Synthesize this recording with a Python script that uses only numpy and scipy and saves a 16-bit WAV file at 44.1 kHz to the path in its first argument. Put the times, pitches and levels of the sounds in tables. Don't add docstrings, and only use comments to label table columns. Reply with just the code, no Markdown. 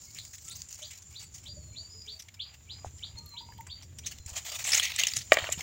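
import sys
import numpy as np
from scipy import signal
from scipy.fft import rfft, irfft, next_fast_len
from scipy.io import wavfile
from scipy.ndimage import uniform_filter1d, map_coordinates

SR = 44100
rng = np.random.default_rng(int(sys.argv[2]) if len(sys.argv) > 2 else 0)


def transcribe(signal):
    frames = np.atleast_2d(signal).T
    limited = np.clip(frames, -1, 1)
    pcm = np.round(limited * 32767).astype(np.int16)
    wavfile.write(sys.argv[1], SR, pcm)


def gain_from_db(level_db):
    decades = np.asarray(level_db, float) / 20
    return 10 ** decades


N = 247842

# pitch_hz, level_db [dB per Hz]
CRISP = [(2530, -47.5), (4300, -4.5), (4570, -3.5), (5390, -1.5), (6350, -1), (6860, 3.5), (8140, -8.5),
         (8740, -11), (10500, -21), (13600, -15.5), (14400, -9), (15100, -8), (16000, 0)]
# pitch_hz, level_db [dB per Hz]
LEAF = [(760, -40.5), (1300, -15), (1470, -26), (1840, -7), (2010, -3), (2180, -2), (2950, -2),
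        (4300, -4.5), (5590, -45.5), (9460, -120)]
# pitch_hz, level_db [dB per Hz]
TWIG = [(150, -84), (250, -15), (389, -13), (670, -0.5), (777, 1), (1600, -3.5), (2080, -9), (3520, -120)]
BODIES = (CRISP, LEAF, TWIG)


def unit(x):
    return x / np.sqrt(np.mean(x ** 2) + 1e-20)


def along(points, hz):
    f, v = np.transpose(points)
    return np.interp(np.log(hz + 1), np.log(f + 1), v)


def curve(rows):
    s, value = np.transpose(rows)
    return np.interp(np.arange(N) / SR, s, value)


def wobble(rate):
    coarse = np.arange(0, N + 16, 16)
    knots = map_coordinates(rng.standard_normal(int(N * rate / SR) + 4), [coarse * rate / SR])
    return np.interp(np.arange(N), coarse, knots)


def coloured(x, spectrum):
    size = 4096
    cep = irfft(np.log(gain_from_db(along(spectrum, np.fft.rfftfreq(size, 1 / SR))) + 1e-5))
    cep[1:size // 2] *= 2
    cep[size // 2 + 1:] = 0
    h = irfft(np.exp(rfft(cep)))
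    return signal.fftconvolve(x, h / np.linalg.norm(h))[:N]


def patchy(depth_db):
    z = signal.stft(rng.standard_normal(N), nperseg=384)[2]
    field = uniform_filter1d(rng.standard_normal(z.shape), size=2, axis=0)
    field = uniform_filter1d(field, size=16, axis=1)
    return unit(signal.istft(z * gain_from_db(depth_db * unit(field)), nperseg=384)[1][:N])


def add(into, s, x):
    part = into[max(round(s * SR), 0):][:len(x)]
    part += x[:len(part)]


def echoed(x, wet_db):
    # pitch_hz, t60_s
    tree_decay = [(500, 0.16), (3000, 0.16), (6000, 0.26)]
    hz, t, z = signal.stft(rng.standard_normal(SR // 4), SR, nperseg=128)
    fade = gain_from_db(-60 * t / along(tree_decay, hz)[:, None])
    tail = signal.istft(z * fade, SR, nperseg=128)[1]
    echo = signal.fftconvolve(x, tail / np.linalg.norm(tail))
    return np.pad(x, (0, len(tail) - 1)) + gain_from_db(wet_db) * echo


def note(hz, level):
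    return np.sqrt(2) * level * np.sin(2 * np.pi * np.cumsum(hz) / SR)


def traffic():
    # time_s, level_db
    rumble_level = [(0.0, -58.5), (.85, -56), (1.55, -52), (2.3, -57), (2.9, -52), (3.5, -54), (4.05, -55),
                    (4.28, -52), (4.45, -55), (4.72, -54), (4.85, -55), (5.17, -50.5), (5.25, -50),
                    (5.62, -50.5)]
    # pitch_hz, level_db
    rumble_colour = [(12, -66), (20, -22), (27, -27.5), (81, 1.5), (180, -15.5), (273, -23.5), (304, -23.5),
                     (431, -28.5), (500, -32), (650, -33.5), (1100, -120)]
    lumps = unit(gain_from_db(2.5 * wobble(12) + 1.5 * wobble(5)) * rng.standard_normal(N))
    return gain_from_db(curve(rumble_level)) * coloured(lumps, rumble_colour)


def insects():
    # time_s, level_db
    choir_level = [(0.0, -49), (.3, -51.5), (.9, -50), (1.42, -51.5), (1.57, -54), (1.75, -51),
                   (2.33, -60.5), (2.6, -58.5), (2.9, -53), (3.54, -58), (3.91, -56.5), (4.3, -50.5),
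                   (4.65, -48), (4.8, -54), (4.93, -55), (5.3, -45.5), (5.62, -41.5)]
    # pitch_hz, level_db
    choir_colour = [(3650, -30.5), (6200, -19), (6610, -18.5), (6730, -14.5), (6930, -5.5), (7170, -8.5),
                    (7310, -7.5), (7650, -17), (7800, -27), (10100, -37), (17200, -120)]
    # pitch_hz, level_db
    hiss_colour = [(4710, -1), (8000, -21), (8910, -17), (11400, -9), (13900, -10), (15100, 4),
                   (16000, -15)]
    buzz = unit(gain_from_db(1.8 * wobble(45) + 0.8 * wobble(8)) * patchy(depth_db=1))
    choir = gain_from_db(curve(choir_level) - 5.0) * coloured(buzz, choir_colour)
    hiss = gain_from_db(-70.5) * coloured(rng.standard_normal(N), hiss_colour)
    on_s, off_s, fade_s = 1.54, 1.998, 0.18
    loud_db, soft_db = -58, -94.5
    near_db = np.interp(np.arange(N) / SR, [on_s - fade_s, on_s, off_s, off_s + fade_s],
                        [soft_db, loud_db, loud_db, soft_db])
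    cricket = note(6950 + 40 * wobble(120), gain_from_db(near_db + 1.7 * wobble(45.1)))
    return choir + hiss + cricket


def far_birds():
    # start_s, length_s, from_hz, to_hz, level_db
    whistles = [(0.06, 0.099, 2140, 2310, -68), (0.453, 0.081, 1265, 1410, -65),
                (1.555, 0.21, 4610, 4100, -63), (1.888, 0.15, 5040, 4794, -55.5),
                (1.9, 0.18, 5090, 4970, -61.5), (1.91, 0.14, 5270, 5440, -66),
                (3.16, 0.055, 4323, 4210, -49.5), (3.2, 0.16, 1238, 1142, -62),
                (3.25, 0.11, 4333, 4046, -53), (3.679, 0.045, 4880, 4650, -52),
                (4.148, 0.12, 4200, 4070, -60), (2.775, 0.067, 1180, 1160, -70)]
    # start_s, level_db, pitch_hz, length_s
    hoots = [(0.817, -58, 586, 0.035), (1.475, -65, 580, 0.031), (1.571, -59, 580, 0.025),
             (1.679, -68, 610, 0.045), (1.764, -69, 627, 0.078), (1.944, -67.5, 423, 0.04),
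             (2.069, -66, 419, 0.086), (2.12, -72, 630, 0.098), (3.174, -55, 898, 0.05),
             (3.342, -53.5, 930, 0.015), (3.41, -49.5, 910, 0.024), (3.492, -45, 911, 0.014),
             (3.591, -45.5, 898, 0.018), (3.678, -61, 996, 0.015)]
    out = np.zeros(N)
    waver, flutter = wobble(98), wobble(90)
    for s, length, from_hz, to_hz, db in whistles:
        t = np.arange(0, length, 1 / SR)
        start = round(s * SR)
        now = slice(start, start + len(t))
        edge = np.clip(np.minimum(t, length - t) / 0.015, 0, 1)
        glide = from_hz + (to_hz - from_hz) * t / length
        bend = 1 + 0.0336 * (edge - 1) + 0.0053 * waver[now]
        level = edge * gain_from_db(db - 3.5 + 2.8 * flutter[now])
        add(out, s, echoed(note(glide * bend, level), wet_db=-0.5))
    for s, db, hz, length in hoots:
        t = np.arange(0, length, 1 / SR)
        shape = np.sin(np.pi * (t / length) ** 0.6)
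        hoot = note(hz * (1 + 0.064 * t / length), shape * gain_from_db(db - 0.5))
        add(out, s - 0.004, echoed(hoot, wet_db=2.0))
    return out


def chirps():
    # start_s, top_hz, level_db, held_note_db (relative), hold_s
    chirp_events = [(0.169, 4790, -51.5, -13.5, 0.1), (0.486, 4700, -49, -15, 0.1),
                    (0.812, 4780, -48, -14, 0.036), (1.136, 4600, -47.5, -10.5, .1),
                    (1.446, 4735, -53.5, -1.5, 0.075), (1.744, 4680, -49, -2, 0.085),
                    (2.065, 4650, -48, -2.5, 0.046), (2.386, 4816, -42.5, -12.5, 0.065),
                    (2.684, 4916, -46, -11, 0.11), (3.017, 4810, -46.5, -17.5, 0.059),
                    (3.358, 4850, -46.5, -18, 0.18), (3.684, 4680, -46.5, -10, 0.1),
                    (4.026, 4600, -48, -19, .043)]
    head_turns = [-4, -17, 1, -15, 1, -16, -4, -2, -4, 4.5, 6, -7, -9]
    lead_in, rise, low_hz = 0.017, 0.036, 2300
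    out = np.zeros(N)
    flutter, waver = wobble(170), wobble(120)
    for (s, top_hz, late_db, below_db, hold), turn_db in zip(chirp_events, head_turns):
        early_db, hold_db = late_db + turn_db, late_db + below_db
        s -= lead_in
        t = np.arange(round((lead_in + rise + hold + 0.02) * SR)) / SR - lead_in
        start = round(s * SR)
        now = slice(start, start + len(t))
        climb = np.sin(np.pi / 2 * np.clip(t / (1.25 * rise), 0, 1) ** (1 / 0.88))
        hz = low_hz + (top_hz - low_hz) * climb + 35 * waver[now]
        end = rise + hold
        times = [-lead_in, 0.15 * rise, 0.35 * rise, 0.54 * rise, 1.29 * rise, end, end + 0.011]
        levels = [late_db - 27.5, late_db - 20, early_db, late_db, hold_db, hold_db - 14.0, hold_db - 70]
        db = np.interp(t, times, levels)
        add(out, s, echoed(note(hz, gain_from_db(db + 2.4 * flutter[now])), wet_db=6.5))
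    return out


def thumps():
    # start_s, level_db, pitch_hz
    thump_events = [(2.8465, -23, 735), (2.86, -35, 776), (2.94, -42, 94), (3.15, -39, 85), (4.2, -37, 78),
                    (4.26, -36, 80), (4.32, -38, 75), (2.866, -33.5, 86), (5.425, -34.5, 93), (5.576, -33, 152)]
    out, t = np.zeros(N), np.arange(SR // 10) / SR
    for s, db, hz in thump_events:
        shape = gain_from_db(db - 26 * t * hz / 3.66) * (1 - np.exp(-t / 0.00034))
        add(out, s, shape * np.sin(2 * np.pi * hz * t))
    return out


def bucket():
    # start_s, level_db, brightness_db
    knocks = [
        (5.3183, 6.5, 4.5),
        (5.369, -7.5, 3),
        (5.383, -17, 5),
        (5.488, -15.5, 0),
    ]
    # pitch_hz, level_db, t60_s
    modes = [(620, 5, 0.02), (1160, -3, 0.023), (1892, -2, 0.025), (2320, 10, .008), (2700, 3, 0.0083),
             (2920, -6, 0.013), (3774, -14, 0.024), (4640, -14, 0.023), (480, -18, 0.031), (887, -8, .02)]
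    out, t = np.zeros(N), np.arange(SR // 8) / SR
    for s, db, bright_db in knocks:
        ring = np.zeros(len(t))
        for hz, level, t60 in modes:
            lift_db = bright_db if hz > 1500 else 3
            ring += gain_from_db(level + lift_db - 60 * t / t60) * np.sin(2 * np.pi * hz * t)
        onset = 1 - np.exp(-t / 0.0006)
        add(out, s + 0.00177, -gain_from_db(db - 15.5) * ring * onset)
    out = signal.sosfilt(signal.butter(2, 310, 'high', fs=SR, output='sos'), out)
    rattle = rng.standard_normal(SR // 8) * gain_from_db(-60 * t / 0.12)
    return out + gain_from_db(-11.5) * signal.fftconvolve(out, rattle / np.linalg.norm(rattle))[:N]


def stirring():
    # start_s, length_s, level_db, weight_db (heavier strokes stir leaves and twigs)
    strokes = [(0.0, 0.56, -50.5, -30), (0.321, 0.032, -42, -20), (0.452, 0.08, -45.5, -20),
               (0.541, 0.095, -45, -16), (0.694, 0.07, -44, -16.5), (0.768, 0.22, -48.5, -13),
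               (1.09, 0.088, -53, -14), (1.193, 0.051, -45, -12), (1.337, 0.067, -53, -13),
               (1.423, 0.063, -52, -7), (2.036, 0.2, -58, -10), (2.442, 0.11, -70.5, 11),
               (2.697, 0.193, -81, 14), (3.035, 0.17, -73.5, 8), (3.298, 0.23, -65.5, -7),
               (3.741, 0.099, -64.5, 1.5), (4.026, 0.18, -59, -2.5), (1.607, 0.085, -60, -11),
               (3.523, 0.042, -59.5, -9)]
    # start_s, length_s, level_db, weight_db, wood_db
    handfuls = [(4.265, 0.092, -44.5, -10.5, -13.5), (4.345, 0.041, -34, -7.5, -13.5),
                (4.442, .12, -34, -9, -18), (4.575, 0.053, -35, -10, -17), (4.64, 0.1, -31.5, -3, -15),
                (4.725, 0.078, -29, -5, -19.5), (4.81, 0.048, -30.5, 0.5, -22.5),
                (4.865, 0.094, -40, 2, -17), (4.972, 0.12, -35, 0.5, -22), (5.09, 0.12, -42, -5.5, -42),
                (5.214, 0.14, -56, -5, -24), (5.341, 0.084, -46, 6, 3), (5.407, 0.064, -42.5, 3, 0.5),
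                (5.295, 0.03, -48, -1, -9), (5.503, 0.024, -42, 1.5, -18), (5.569, 0.043, -41, -1.5, -9.5)]
    rest_db = (-75, -73.5, -76.5)
    t = np.arange(SR // 2) / SR
    power = np.outer(gain_from_db(rest_db) ** 2, np.ones(N))
    light = [(*row, -8.5 + 1.28 * row[-1], 0.032) for row in strokes]
    heavy = [(*row, 0.15) for row in handfuls]
    for s, length, db, weight_db, wood_db, t60 in light + heavy:
        swell = np.clip(t / 0.013, 0, 1) ** 2
        loss_db = 2 * np.clip(t / length, 0, 1) + 60 * np.maximum(t - length, 0) / t60
        shape = (swell * gain_from_db(-loss_db)) ** 2
        for body, rel_db in zip(power, (0, weight_db, wood_db)):
            add(body, s, gain_from_db(db + rel_db) ** 2 * shape)
    return np.sqrt(power)


def grains(count, cycles):
    when, size, tone = rng.random((count, 3)).T
    hz = 500 * 30 ** tone
    t = np.arange(256) / SR
    level = gain_from_db(-3 * np.log(size + 0.061)) * np.sqrt(hz)
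    rings = level[:, None] * np.exp(-np.outer(hz / cycles, t)) * np.sin(2 * np.pi * np.outer(hz, t))
    at = (when * N).astype(int)[:, None] + np.arange(len(t))
    return unit(np.bincount(at.ravel(), rings.ravel())[:N])


def rustle():
    clumps = gain_from_db(1.6 * wobble(35) + 2.7 * wobble(140))
    cracks = grains(count=9000, cycles=6.0)
    out = np.zeros(N)
    for level, body in zip(stirring(), BODIES):
        rub = unit(clumps * (patchy(depth_db=4.5) + 0.45 * cracks))
        out += level * unit(coloured(rub, body))
    return out


def scrapes():
    # start_s, length_s, level_db, ring_hz, second_ring_hz
    scrape_events = [(2.19, 0.022, -45, 5800, 11500), (4.96, 0.0043, -30, 7500, 5800),
                     (5.605, 0.0063, -39.5, 6300, 2300), (0.184, 0.0064, -38, 4100, 7700),
                     (4.4, 0.055, -63, 3100, 6300), (2.978, 0.017, -55.5, 5300, 6700),
                     (0.331, 0.024, -46.5, 6600, 1930), (0.816, 0.024, -48, 6400, 6600),
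                     (1.38, 0.0084, -49, 6500, 6400), (1.215, 0.039, -54, 7700, 2580),
                     (0.51, 0.021, -47, 8000, 4200), (4.66, 0.052, -33, 7560, 3850),
                     (4.717, 0.0084, -24.5, 5300, 8900), (4.7275, 0.014, -21, 5240, 2200),
                     (4.743, 0.013, -19.5, 6560, 2000), (4.769, 0.015, -25, 6700, 2120),
                     (4.778, 0.0094, -29, 6500, 2270), (4.795, 0.0091, -24, 3200, 8400),
                     (4.821, 0.0034, -35, 1900, 2900), (4.828, 0.012, -32, 6500, 2600),
                     (4.843, 0.014, -32, 6100, 2850), (4.993, 0.013, -28.5, 6300, 6100),
                     (5.014, 0.0039, -29, 2700, 5100), (5.078, 0.015, -34.5, 5400, 5200),
                     (5.155, 0.024, -35.5, 7000, 3140), (5.164, 0.0078, -25, 6300, 5600),
                     (5.173, 0.006, -33, 6650, 11600), (5.14, 0.097, -52, 4400, 3400),
                     (5.183, 0.013, -39.5, 6200, 5600), (5.213, 0.014, -41.5, 4900, 5800),
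                     (5.519, 0.014, -27, 7200, 13800), (5.387, 0.008, -28.5, 1860, 620),
                     (5.436, 0.0078, -32, 1860, 670), (5.472, 0.003, -50, 3020, 1030),
                     (5.518, 0.028, -41.5, 2800, 7100)]
    sharpness = 13
    t, drive, rings = np.arange(SR // 12) / SR, np.zeros(N), np.zeros(N)
    rough = gain_from_db(2.2 * wobble(500))
    for s, length, db, hz, second_hz in scrape_events:
        rise = np.clip(t / 0.0025, 0, 1)
        hold = 0.5 + np.sin(np.pi * np.clip(t / length, 0, 1)) / 2
        fade = gain_from_db(db - 60 * np.maximum(t - length, 0) / 0.012)
        burst = rng.standard_normal(len(t)) * rise * hold * fade
        add(drive, s, burst)
        for ring_hz, ring_db in ((hz, 0), (second_hz, -12.5)):
            gain = gain_from_db(ring_db) * np.sqrt(sharpness * SR / ring_hz / np.pi)
            add(rings, s, gain * signal.lfilter(*signal.iirpeak(ring_hz, sharpness, SR), burst))
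    litter = sum(gain_from_db(db) * coloured(drive, body) for db, body in zip((-9, -9.5, -27), BODIES))
    return rough * (rings + litter)


def pops():
    # start_s, level_db, pitch_hz, t60_s
    pop_events = [(0.4824, -34, 7100, 0.0067), (0.4856, -31, 7400, .005), (0.4974, -29.5, 9400, .003),
                  (.5688, -31, 15200, 0.0032), (.6192, -25, 6500, .004), (.4465, -36, 7600, .005),
                  (5.348, -24, 2000, .006), (5.353, -24, 2050, .008), (5.4704, -30, 3080, .008),
                  (0.687, -37, 7450, .008), (0.7455, -33, 7060, .01), (0.79, -40, 6800, .006),
                  (.543, -41, 9500, .003), (1.022, -38, 6500, .01), (1.3404, -44, 6800, .006),
                  (1.348, -50, 8900, .004), (1.362, -44, 9000, 0.0045), (1.478, -52, 11000, 0.0025),
                  (2.0653, -36.5, 5770, .005), (2.128, -52, 10000, 0.0026), (2.2229, -36, 5550, 0.0053),
                  (2.222, -42.5, 9400, .008), (2.2394, -46, 7230, .004), (2.881, -45.5, 2570, .006),
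                  (2.9092, -45, 6280, .008), (3.1625, -47, 900, 0.0073), (3.261, -38, 14000, .003),
                  (3.5225, -47, 14500, .003), (3.579, -44, 15000, .003), (3.683, -47, 8000, .003),
                  (3.8243, -36.5, 5590, .006), (3.9865, -39.5, 8571, 0.021), (4.301, -27.5, 6890, 0.0072),
                  (4.823, -30, 2920, 0.0093), (5.028, -22, 2900, .004), (5.0359, -14, 2830, 0.014),
                  (5.0362, -23, 7000, 0.011), (4.9892, -21.5, 2800, 0.014), (5.137, -27, 4900, 0.016),
                  (4.641, -26, 6400, 0.0078), (5.1714, -24, 7100, 0.02), (5.1695, -38, 10800, 0.01),
                  (5.324, -11, 1910, 0.0045), (5.3704, -9, 1900, .005), (5.388, -13.5, 3250, 0.0044),
                  (5.071, -34, 12200, 0.0023), (5.3323, -26, 8340, .012)]
    out, t = np.zeros(N), np.arange(SR // 40) / SR
    for s, db, hz, t60 in pop_events:
        shape = gain_from_db(db - 60 * t / max(t60, 0.002)) * (1 - np.exp(-t * hz * 3))
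        add(out, s, shape * np.sin(2 * np.pi * hz * t))
    return out


def snaps():
    # start_s, level_db, t60_s, ring_hz
    ticks = [(0.1464, -34, 0.019, 7100), (.446, -35.5, 0.055, 7400), (.568, -38, 0.028, 7900),
             (.687, -33.5, 0.033, 7100), (.7265, -29, 0.017, 6600), (1.0228, -34, 0.027, 6700),
             (1.3402, -32, 0.072, 6730), (2.2216, -30, 0.026, 5700), (3.182, -36, 0.04, 6400),
             (3.26, -43, 0.039, 4290), (3.26, -40.5, 0.014, 11900), (3.2909, -42, 0.018, 15400),
             (3.6077, -38, 0.013, 15700), (3.608, -35.5, 0.02, 2040), (4.2614, -27.5, 0.023, 7300),
             (4.2916, -28.5, 0.026, 7160), (4.4884, -27, 0.028, 3558), (4.4612, -34, .02, 6940),
             (4.6403, -23, 0.1, 6695), (4.958, -31, 0.06, 5900), (5.1365, -8, 0.0059, 5120),
             (5.4992, -27, 0.022, 7170), (3.668, -36.5, 0.031, 7600)]
    leaf_cracks = [(0.187, -28, 0.015, 3850), (.2492, -33.5, 0.027, 7200), (.6193, -29, 0.012, 7000),
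                   (.9078, -30.5, 0.039, 7300), (1.192, -37.5, 0.055, 7350), (5.606, -22, 0.023, 2200),
                   (2.3401, -35, 0.039, 5220), (2.5376, -37.5, 0.055, 2700), (3.8243, -38.5, 0.064, 5860),
                   (3.985, -27, 0.035, 5960), (4.1084, -26, 0.072, 2780), (4.1854, -31, 0.012, 6200),
                   (4.8524, -22, 0.0097, 2880), (5.3314, -12.5, 0.019, 6946), (5.3404, -9.5, 0.016, 2060)]
    crunches = [(0.1494, -36.5, 0.15, 2230), (.381, -34.5, 0.029, 7160), (.8994, -38, 0.15, 2240),
                (2.065, -47, 0.013, 3420), (2.2845, -34.5, 0.029, 2160), (2.2845, -34, 0.019, 6440),
                (3.5782, -37, 0.039, 3060), (4.37, -23.5, 0.059, 7300), (4.4503, -34, 0.011, 6360),
                (4.9195, -12.5, 0.0073, 3570), (4.9886, -6.5, 0.014, 2700), (5.0355, -4.5, 0.013, 2730),
                (5.069, -8, 0.018, 6730)]
    twig_snaps = [(0.7886, -41.5, 0.035, 6740), (2.8453, -43, 0.14, 6700), (3.1842, -54, 0.022, 4290),
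                  (3.5214, -44, 0.032, 1720), (3.6654, -38.5, 0.058, 1950), (5.3198, -8.5, 0.027, 1810),
                  (5.3709, -15, .012, 1790), (5.5897, -29.5, 0.056, 5440)]
    drags = [(4.059, -13, 0.054, 6430), (4.353, -22, 0.07, 6900), (3, -38, 0.061, 5600),
             (0.42, -38, 0.044, 7600)]
    clicks = [(.4815, -28, .008, 7400), (.4855, -28.5, 0.019, 7060), (.498, -33, 0.0073, 9800),
              (.6195, -22, 0.0032, 4900), (.976, -44, 0.0086, 12000), (1.107, -41, .012, 8540),
              (1.44, -38, .012, 7500), (1.462, -52, 0.0087, 8900), (1.478, -48, 0.0089, 8500),
              (5.253, -45, .006, 8900), (2.02, -34, 0.0058, 5440), (2.994, -31, 0.0058, 3100),
              (5.3875, -26, 0.003, 3250), (4.641, -20.5, 0.031, 6360), (5.0695, -29, 0.011, 6840)]
    # crisp_db, leaf_db, twig_db, swell (share of the decay time)
    kinds = [(ticks, -5, -17, -47, 0.069), (leaf_cracks, -0.5, -9.5, -8, 0.084),
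             (crunches, -5, -6.5, -17, 0.087), (twig_snaps, -7, -13.5, 6, 0.046),
             (drags, -2.5, -9, -27, 0.18), (clicks, -10, -14.5, -31, 0.049)]
    t, drive, rings = np.arange(SR // 10) / SR, np.zeros((3, N)), np.zeros(N)
    for rows, crisp_db, leaf_db, twig_db, swell in kinds:
        for s, db, t60, hz in rows:
            t60 = max(t60, 0.004)
            shape = gain_from_db(-60 * t / t60) * (1 - np.exp(-t / (swell * t60))) ** 2
            burst = rng.standard_normal(len(t)) * shape
            burst *= np.linalg.norm(shape) / np.linalg.norm(burst)
            for body_drive, rel_db in zip(drive, (crisp_db, leaf_db, twig_db - 15.5)):
                add(body_drive, s - 0.001, gain_from_db(db + rel_db) * burst)
            ring = signal.lfilter(*signal.iirpeak(hz, 14, SR), burst)
            add(rings, s - 0.001, gain_from_db(db + 11.5) * ring)
    return rings + sum(coloured(body_drive, body) for body_drive, body in zip(drive, BODIES))


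def scene():
    background = traffic() + insects() + far_birds() + chirps()
    breaks = echoed(snaps() + scrapes() + pops(), wet_db=-15)[:N]
    return (background + thumps() + bucket() + rustle() + breaks)[None]


def top_cut(x):
    return signal.sosfilt(signal.butter(12, 17160, fs=SR, output="sos"), x)


def record(dry):
    size = next_fast_len(N)
    passed = np.fft.rfftfreq(size, 1 / SR) < 15780
    x = irfft(rfft(dry, size) * passed, size)[:, :N]
    x = x / (1 + np.abs(x) ** 20) ** (1 / 20)
    return top_cut(x)


dry = scene()
out = record(dry)
transcribe(out)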